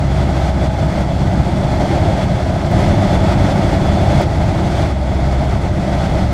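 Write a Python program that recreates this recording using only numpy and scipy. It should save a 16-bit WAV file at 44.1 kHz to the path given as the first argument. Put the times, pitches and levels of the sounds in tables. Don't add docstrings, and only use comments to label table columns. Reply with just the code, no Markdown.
import sys
import numpy as np
from scipy import signal
from scipy.fft import rfft, irfft
from scipy.io import wavfile
from scipy.ndimage import uniform_filter1d

SR = 44100
rng = np.random.default_rng(int(sys.argv[2]) if len(sys.argv) > 2 else 0)


def persist_wave(psi):
    counts = np.round(np.clip(psi, -1, 1) * 32767).astype(np.int16)
    wavfile.write(sys.argv[1], SR, np.atleast_2d(counts).T)


N = 279153
T = np.arange(N) / SR

# time in seconds, level in dB, extra cabin boom in dB.
AIRFLOW = [(0.0, -3, -1), (0.32, 1, -0.5), (0.5, -1, -1), (1.1, -1, 0.5), (1.52, -0.8, 0.5), (1.85, 1.5, 1),
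           (2.02, 1.5, 2), (2.3, 1, 0.5), (2.56, -1, -0.5), (2.7, -0.5, 2), (2.82, 2, 0.5), (3.0, 0.1, 1),
           (3.45, 1.4, 1), (4.0, 0, 1.5), (4.15, 1.4, 2), (4.62, 0.6, .5), (4.8, 0.7, -1), (4.87, 3.5, 0.5),
           (4.96, -4.5, -1.5), (5.06, -3, -1), (5.3, -1, 0), (5.62, -2.2, -0.5), (6.12, 0.7, -0.5),
           (6.33, -1.5, 0)]
# time in seconds, level in dB before the high-pass.
TICKS = [(2.7154, -18.5), (4.2173, -16)]


def gain_of(db):
    return 10 ** (np.asarray(db) / 20)


def unit_rms(x):
    return x / np.sqrt(np.mean(x ** 2) + 1e-20)


def curve(rows, column=1):
    table = np.transpose(rows)
    return np.interp(T, table[0], table[column])


def gate(start_s, end_s):
    return uniform_filter1d(1. * ((T >= start_s) & (T <= end_s)), size=400)


def lowpass(x, hz):
    return signal.oaconvolve(x, signal.firwin(511, hz, window=("kaiser", 9), fs=SR), "same")


def drift(slow_hz, fast_hz):
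    t, hz = T[::64], np.geomspace(slow_hz, fast_hz, 24)[:, None]
    waves = np.sin(2 * np.pi * (hz * t + rng.random(hz.shape))) / np.sqrt(hz)
    return np.interp(T, t, unit_rms(waves.sum(0)))


def air_noise(colour, patchy_db, rings=(), size=512):
    frames, bins = 4 * N // size + 5, size // 2 + 1
    real, imag, patches = rng.standard_normal((frames, bins, 3)).T
    patches = uniform_filter1d(patches, size=6, axis=0)
    patches = unit_rms(uniform_filter1d(patches, size=14, axis=1))
    spectra = (real + 1j * imag) * gain_of(patchy_db * patches)
    white = signal.istft(spectra, nperseg=size, noverlap=3 * size // 4)[1][:N]
    hz = np.fft.rfftfreq(N, 1 / SR)
    colour_hz, colour_db = np.transpose(colour)
    eq_db = np.interp(np.log(hz + 1), np.log(colour_hz + 1), colour_db, left=-120, right=-120)
    eq_db += sum(lift_db / (1 + (2 * (hz - centre) / width) ** 2) for centre, width, lift_db in rings)
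    return unit_rms(irfft(rfft(white) * gain_of(eq_db), N))


def crank():
    cycle_hz = 16.508
    return np.cumsum(cycle_hz + .015 * drift(.2, 1.5)) / SR


def engine(cycles, louder_db):
    # time in seconds, then a level in dB for each one.
    drone_levels = [(0.0, -18, -31, -29, -23, -30, -31), (0.6, -18.5, -29, -30, -28, -29, -32),
                    (0.9, -22, -33, -28, -31, -27, -30), (1.4, -21.5, -33, -40, -27, -32, -28),
                    (1.8, -25, -31, -33, -28, -29, -28), (2.2, -27, -26, -28, -29, -30, -28),
                    (2.6, -22, -28, -29, -31, -28, -32), (2.9, -25, -35, -21, -36, -24, -24),
                    (3.2, -33, -40, -22, -36, -23, -21.5), (3.55, -36, -25, -28, -23.5, -33, -26),
                    (4.05, -27, -20.5, -28, -24, -32, -28), (4.4, -23, -25, -36, -31, -28, -31),
                    (4.7, -26, -24, -28, -27, -31, -30), (4.9, -18, -27, -31, -31, -32, -33),
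                    (5.4, -18, -31, -31, -25, -28, -29), (5.8, -23, -28, -28, -29, -32, -32),
                    (6.1, -23, -29, -36, -29, -33, -29), (6.33, -20, -29, -33, -27, -32, -28)]
    # order, base level in dB.
    shake_orders = [(2, -36), (3, -36), (7, -37), (11, -38), (14, -45), (16, -40), (18, -45), (22, -44),
                    (27, -49), (28, -51), (31, -51), (35, -42), (39, -40), (43, -43), (47, -42), (51, -42),
                    (55, -43), (58, -52), (64, -52), (67, -53), (73, -53), (80, -51), (90, -52), (117, -57)]
    drone = np.zeros(N)
    for column, order in enumerate((4, 5, 6, 8, 9, 12), start=1):
        tone = np.sin(2 * np.pi * (order * cycles + rng.random()))
        drone += gain_of(curve(drone_levels, column)) * tone
    for order, db in shake_orders:
        waver_db = 2.2 * drift(.3, 3.)
        tone = np.sin(2 * np.pi * (order * cycles + rng.random()))
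        drone += gain_of(db + louder_db + waver_db) * tone
    return np.sqrt(2) * drone


def whistle(start_s, end_s, hz, db):
    pitch_hz = hz + 14 * drift(.5, 6.) + 12 * drift(8., 60.)
    flutter_db = 2.8 * drift(1., 8.) + 2.5 * drift(10., 50.)
    tone = np.sqrt(2) * np.sin(2 * np.pi * np.cumsum(pitch_hz) / SR)
    return gate(start_s, end_s) * gain_of(db + flutter_db) * tone


def slipstream_hiss(cycles, rides_db):
    # frequency in Hz, level in dB.
    hiss_colour = [(560, -46), (950, -5), (1150, -6.5), (1510, -6), (1840, -8.5), (1940, -6.5),
                   (2230, -7.5), (2370, -11.5), (2780, -14.5), (3460, -14.5), (3840, -16), (4360, -15.5),
                   (4900, -17), (8130, -25), (12600, -39.5), (15000, -43)]
    rasp_colour = [(1780, -30), (1910, 0), (2070, 0), (2230, -2), (2380, -30)]
    # centre in Hz, width in Hz, lift in dB.
    housing_rings = [(1260, 150, 4), (1520, 85, 2), (2070, 210, 0.5), (3380, 380, 3.5), (4370, 230, 2)]
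    # time in seconds, level in dB against the hiss.
    rasp_levels = [(0.0, -12), (0.4, -14), (0.8, -17), (2.5, -22), (2.8, -16), (3.6, -13), (3.9, -26),
                   (4.15, -13), (4.7, -20), (5.1, -11), (6.33, -14)]
    # start and end in seconds, pitch in Hz, level in dB against the hiss.
    whistles = [(0.0, 4.216, 3455, -19), (2.715, 6.33, 3350, -22), (0.0, 2.715, 3310, -25),
                (2.715, 6.33, 3550, -25), (4.216, 6.33, 3440, -24)]
    rasp = gain_of(curve(rasp_levels)) * air_noise(rasp_colour, patchy_db=1.2)
    hiss = air_noise(hiss_colour, patchy_db=.59, rings=housing_rings)
    puff = 1 + .055 * np.cos(2 * np.pi * cycles)
    whistling = sum(whistle(*row) for row in whistles)
    return gain_of(-31.5 + rides_db.sum(0)) * ((hiss + rasp) * puff + whistling)


def cabin_boom(rides_db):
    # frequency in Hz, level in dB.
    boom_colour = [(140, -46), (240, -7.5), (329, 1), (390, -5.5), (476, -12.5), (525, -5.5), (550, -5.5),
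                   (580, 0), (650, 0), (705, -0.5), (743, -5.5), (825, -5), (1050, -20), (1360, -72),
                   (2310, -120)]
    follow = (.68, 1, .72)
    level_db = -22 + follow @ rides_db + curve(AIRFLOW, column=2)
    return gain_of(level_db) * air_noise(boom_colour, patchy_db=.62)


def buffet(rides_db):
    # frequency in Hz, level in dB.
    buffet_colour = [(7, -36), (14, -25), (30, -11.5), (50, -5), (66, -2), (82, -2.5), (105, -0.5),
                     (125, -4.5), (165, -4), (200, -6.5), (225, -13.5), (280, -14), (360, -69)]
    # time in seconds, gain in dB above the split, gain in dB below it.
    band_levels = [(0.0, 1, -5), (0.6, -0.5, -8), (1.2, 2.5, 0), (1.8, 1, -1), (2.4, -0.5, 0),
                   (3.0, 1, -0.5), (3.6, 0, 1), (4.2, 0, -1), (4.8, 0, -2), (5.3, 0, -1), (5.8, 0, -5),
                   (6.33, 0.5, 2)]
    split_hz = 90
    follow = (.84, .41, 1.32)
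    level_db = -17.5 + follow @ rides_db + .5 * drift(2.8, 19.)
    swings = air_noise(buffet_colour, patchy_db=.5, size=2048)
    deep = signal.sosfiltfilt(signal.butter(3, split_hz, fs=SR, output="sos"), swings)
    upper_band = gain_of(curve(band_levels)) * (swings - deep)
    lower_band = gain_of(curve(band_levels, column=2)) * deep
    return gain_of(level_db) * (upper_band + lower_band)


def level_dips():
    # time of the dip in seconds, nominal drop in dB, recovery time in seconds.
    dips = [(0.238, 6, .08), (0.505, 9, 0.072), (0.677, 11.5, 0.036), (0.853, 1.5, 0.063),
            (1.029, 8, 0.064), (1.979, 3.5, 0.076), (2.096, 3.5, 0.079), (2.246, 6, .08), (2.897, 2, .07),
            (3.17, 5, 0.078), (3.34, 6, .07), (3.522, 4.5, 0.11), (3.647, 2.5, .07), (3.765, 5, 0.044),
            (4.238, 8, 0.11), (4.837, 9.5, .06), (5.555, 4.5, .06), (5.674, 5.5, 0.063),
            (6.068, 5.5, 0.054), (6.237, 5.5, .06)]
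    climb_s, duck_s, crest_share = .062, .014, .51
    at_s, drop_db, recovery_s = np.transpose(dips)[:, :, None]
    since = T - at_s
    ducked = .5 + .5 * np.tanh(since / duck_s)
    crest = crest_share * (1 - ducked) * np.exp(np.minimum(since, 0) / climb_s)
    trough = (1 - crest_share) * ducked * np.exp(-np.maximum(since, 0) / recovery_s)
    return (drop_db * (crest - trough)).sum(0)


def ticks():
    clicks = np.zeros(N)
    for at_s, db in TICKS:
        clicks[round(at_s * SR)] = gain_of(db)
    return signal.lfilter(*signal.butter(2, 4000, "high", fs=SR), clicks)


def scene():
    cycles = crank()
    louder_db = 2 * gate(TICKS[0][0], TICKS[1][0])
    rides_db = np.array([curve(AIRFLOW), level_dips(), louder_db])
    drone = engine(cycles, louder_db)
    slipstream = slipstream_hiss(cycles, rides_db) + cabin_boom(rides_db)
    flutter = gain_of(.5 * drift(7.6, 60.))
    cockpit = drone + flutter * slipstream + buffet(rides_db)
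    return (lowpass(cockpit, hz=15000) + ticks())[None]


def record(dry):
    mono, knee = dry[0], .7
    over = np.maximum(abs(mono) - knee, 0) / (1 - knee)
    rounded = np.clip(mono, -knee, knee) + np.sign(mono) * (1 - knee) * np.tanh(over)
    return lowpass(rounded, hz=15700)[None]


dry = scene()
out = record(dry)
persist_wave(out)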